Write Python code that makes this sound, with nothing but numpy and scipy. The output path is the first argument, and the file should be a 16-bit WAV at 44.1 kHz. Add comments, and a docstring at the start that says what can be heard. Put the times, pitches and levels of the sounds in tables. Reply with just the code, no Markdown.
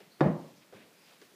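"""A ball thrown at a wall

A boy throws a small inflated ball at a plasterboard wall in a large carpeted room, a few metres from
a phone. The skin slaps, the air in the ball pings, the panel thuds, and the room answers with echoes
and a boom. He catches the rebound softly; clothes rustle and hands knock faintly over a quiet hiss."""
import sys
import numpy as np
from scipy import signal
from scipy.fft import rfft, irfft
from scipy.io import wavfile
from scipy.ndimage import uniform_filter1d

SR = 44100
rng = np.random.default_rng(int(sys.argv[2]) if len(sys.argv) > 2 else 0)


def digitize_waveform(pressure):
    """Quantize a signal to 16-bit integers and store it at the path in sys.argv[1].

    Rows of a 2-D input are taken as channels; values are limited to [-1, 1].
    """
    field = np.atleast_2d(pressure).T
    bounded = np.clip(field, -1, 1)
    quanta = np.round(bounded * 32767).astype(np.int16)
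    wavfile.write(sys.argv[1], SR, quanta)


N = 59535
IMPACT_S = 0.2072


def undb(db):
    """Amplitude grows tenfold for every 20 dB."""
    return 10 ** (np.asarray(db) / 20)


def since(start):
    """Causal time: seconds since an onset, zero before it."""
    return np.maximum(np.arange(N) / SR - start, 0)


def along(points, hz):
    """Interpolation of (Hz, value) rows on a logarithmic frequency axis."""
    p = np.array(points, float)
    return np.interp(np.log(hz), np.log(p[:, 0]), p[:, 1])


def bins():
    """Fourier frequencies in Hz, floored at 1."""
    return np.maximum(np.arange(N // 2 + 1) * SR / N, 1)


def noise(gain):
    """Random phases turn a magnitude spectrum into noise of unit rms."""
    x = irfft(gain * np.exp(2j * np.pi * rng.random(N // 2 + 1)), N)
    return x / np.std(x)


def coloured(points):
    """Spectral shaping of noise by (Hz, relative dB) rows."""
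    return noise(undb(along(points, bins())))


def noise_band(hz, octaves):
    """A broad resonance gathers noise around one frequency."""
    return noise(1 / (1 + (np.log2(bins() / hz) / octaves) ** 2 / 2) ** 2)


def waver(rate_hz):
    """A moving average smooths random steps into a drift with a spread near 1."""
    width = int(SR / rate_hz)
    steps = np.repeat(rng.standard_normal(N)[:N // width + 1], width)
    return np.sqrt(2) * uniform_filter1d(steps, width)[:N]


def strike(t, rise, t60):
    """Damping: after a smooth onset, amplitude falls 60 dB every t60 seconds."""
    return (1 - np.exp(-(t / rise) ** 2)) * np.exp(-np.log(1000) * t / t60)


def ring(start, hz, db, t60, rise):
    """A struck mode vibrates as a damped sinusoid."""
    t = since(start)
    return undb(db) * strike(t, rise, t60) * np.sin(2 * np.pi * hz * t)


def hiss():
    """The noise floor: room tone and microphone hiss, wavering slightly in level."""
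    # Each row: frequency in Hz, relative spectral level in dB.
    spectrum = [(25, -38), (70, -18), (110, -12.5), (170, 2), (280, -0.5), (500, -1), (900, -6.5),
                (2000, -7.5), (4500, -11), (7000, -15), (11000, -17), (15000, -17.5)]
    return undb(-62.5 - 0.47 * waver(rate_hz=9.12)) * coloured(spectrum)


def clothes():
    """Sliding friction of cloth on cloth makes short, grainy swells of noise."""
    # Each row: peak time, rise and fall in seconds, level in dB, centre in Hz, width in octaves.
    swishes = [(0.019, 0.025, 0.033, -65.5, 2250, 0.67), (.135, 0.028, 0.033, -67.5, 4350, 0.12),
               (.45, 0.087, 0.064, -69, 3400, 1.1), (.58, .02, .025, -69, 5170, 0.32),
               (.628, 0.01, 0.0073, -62.5, 2280, 0.85), (.76, .02, 0.03, -60, 2030, 0.95),
               (.815, 0.02, 0.037, -62, 2200, 0.7), (.83, 0.043, 0.042, -63, 515, 0.22),
               (1.04, 0.046, 0.039, -69.5, 4980, 0.093), (1.09, 0.13, 0.047, -72, 2430, 0.11),
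               (1.113, 0.016, 0.022, -64, 700, 0.83), (1.115, 0.056, 0.042, -63, 2500, 1.06),
               (1.25, 0.039, 0.017, -63.5, 2190, 1.6), (1.335, 0.017, 0.023, -67.5, 406, 0.43)]
    out = 0
    for peak, rise, fall, db, hz, octaves in swishes:
        t = np.arange(N) / SR - peak
        swell = np.exp(-(t / np.where(t < 0, rise, fall)) ** 2 / 2)
        out += undb(db) * noise_band(hz, octaves) * swell
    grain_db = 1.15 * waver(rate_hz=250)
    return out * undb(grain_db)


def pats():
    """Soft impacts of hands, ball and feet: each a damped knock, a tick and faint reverberation."""
    # Each row: start in seconds, knock level in dB, its centre in Hz, tick and room levels in dB.
    contacts = [(.002, -48, 474, -53.5, -62), (.194, -49, 333, -58.5, -57), (0.7237, -42, 440, -60, -53),
                (1.2146, -49.5, 372, -49, -70.5)]
    # Each row of both: frequency in Hz, relative spectral level in dB.
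    tick_colour = [(100, -20), (700, 0.5), (1100, -6), (1400, 2), (1650, 1), (2000, 4), (2400, -15),
                   (2850, -3), (3400, -9), (4600, -6), (7000, -17), (14000, -35)]
    room_colour = [(40, -44), (110, -1), (200, 3), (500, -1), (900, -10), (2000, -12), (5000, -27),
                   (14000, -38)]
    out = 0
    for start, knock_db, hz, tick_db, room_db in contacts:
        t = since(start)
        out += undb(knock_db) * noise_band(hz, octaves=0.52) * strike(t, rise=0.0042, t60=0.1)
        out += undb(tick_db) * coloured(tick_colour) * strike(t, rise=0.001, t60=0.054)
        out += undb(room_db) * reverberation(start, room_colour, rise=0.0087, hold=0.029)
    return out


def reverberation(start, colour, rise, hold):
    """A diffuse field builds and holds, then absorption drains each octave at its own rate."""
    # Each row: frequency in Hz, reverberation time in seconds.
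    decay_times = [(60, .3), (150, 0.65), (300, .6), (600, 0.48), (1200, 0.51), (2400, 0.27), (5000, 0.33),
                   (12000, 0.23)]
    t = since(start)
    spectrum = rfft(coloured(colour))
    lowest_hz = 60
    octave = np.clip(np.log2(bins() / lowest_hz), 0, 8)
    out = 0
    for k in range(9):
        band = irfft(spectrum * np.maximum(1 - abs(octave - k), 0), N)
        t60 = along(decay_times, lowest_hz * 2 ** k)
        out += band * np.exp(-np.log(1000) * np.maximum(t - hold, 0) / t60)
    return out * (1 - np.exp(-t / rise))


def ball_slap():
    """Impact radiation: the flattening ball pushes out a pressure pulse as its skin slaps."""
    # Each row: frequency in Hz, relative spectral level in dB.
    skin_colour = [(40, -32), (200, -7), (600, 1), (1200, -1.5), (2200, -13), (4000, -20), (6500, -31),
                   (12000, -48)]
    peak_s, width_s, low_cut_hz = IMPACT_S + 0.00096, 0.00026, 218
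    pulse = undb(-16) * np.exp(-((np.arange(N) / SR - peak_s) / width_s) ** 2)
    pulse = signal.sosfilt(signal.butter(2, low_cut_hz, "high", fs=SR, output="sos"), pulse)
    slap = undb(-22.5) * coloured(skin_colour) * strike(since(IMPACT_S), rise=0.00057, t60=0.019)
    return pulse + slap


def ball_ping():
    """The skin and the enclosed air ring at their natural frequencies."""
    # Each row: frequency in Hz, relative level in dB, t60 in seconds.
    modes = [(997, -31.5, 0.11), (1163, -40.5, 0.09), (1254, -38, 0.084), (1428, -36.5, 0.093),
             (1705, -33, 0.091), (1860, -41, 0.15), (2820, -41, 0.032), (3660, -44, 0.061),
             (3780, -54.5, 0.09), (4235, -49.5, 0.055), (4750, -56, 0.084), (6210, -63.5, .08)]
    return sum(ring(IMPACT_S, *mode, rise=0.00023) for mode in modes)


def wall_thud():
    """The panel gives way just after the skin lands and rings in its bending modes."""
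    # Each row: frequency in Hz, relative level in dB, t60 and rise in seconds.
    modes = [(320, -6, .048, .0035), (529, -20, .13, .0025), (586, -29, .38, .001), (754, -25, .15, .001),
             (845, -32, .2, .002)]
    return sum(ring(IMPACT_S + 0.0015, *mode) for mode in modes)


def room_boom():
    """Standing waves of the room, each set off when its reflection arrives."""
    # Each row: delay in seconds, frequency in Hz, relative level in dB, t60 and rise in seconds.
    modes = [(.003, 153, -23, .43, .002), (.01, 145, -19, .23, .014), (.011, 235, -30, .33, .015),
             (.01, 335, -31, .36, .01), (.022, 271, -29, .35, .022), (.022, 446, -27, .24, .029),
             (.052, 182, -15, .135, .002), (.053, 161, -21, .27, .013), (.051, 206, -21, .25, .03),
             (.053, 74, -30, .11, .004)]
    return sum(ring(IMPACT_S + delay, *mode) for delay, *mode in modes)


def echoes(direct):
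    """Early reflections: floor, side wall and far wall each return a delayed, weaker copy."""
    # Each row: delay in seconds, level in dB relative to the direct sound.
    paths = [(.0043, -8.5), (.0072, -7.5), (.052, -18)]
    t = np.arange(N) / SR
    return sum(undb(db) * np.interp(t - delay, t, direct) for delay, db in paths)


def bounce():
    """One impact excites ball, wall and room, and their responses add."""
    # Each row: frequency in Hz, relative spectral level in dB.
    tail_colour = [(30, -38), (50, -21), (100, -14), (135, -1), (190, -2.5), (250, 0), (295, -1.5),
                   (360, 0.5), (405, -11), (470, -4.5), (545, -1.5), (650, -2.5), (705, -10), (770, -8),
                   (900, -9.5), (1150, -12), (1400, -19), (1880, -19.5), (2200, -25.5), (3000, -33.5),
                   (5000, -43.5), (8000, -54), (14000, -65)]
    slap = ball_slap()
    tail = undb(-29) * reverberation(IMPACT_S, tail_colour, rise=0.002, hold=0.054)
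    return undb(-0.5) * (slap + ball_ping() + wall_thud() + room_boom() + echoes(slap) + tail)


def scene():
    """Superposition of all sources at one microphone."""
    return (hiss() + clothes() + pats() + bounce())[None, :]


def record(dry):
    """Band limiting: the phone's steep low-pass filter cuts the highest treble."""
    cutoff_hz = 15300
    return signal.sosfilt(signal.ellip(12, .1, 70, cutoff_hz, fs=SR, output="sos"), dry)


dry = scene()
out = record(dry)
digitize_waveform(out)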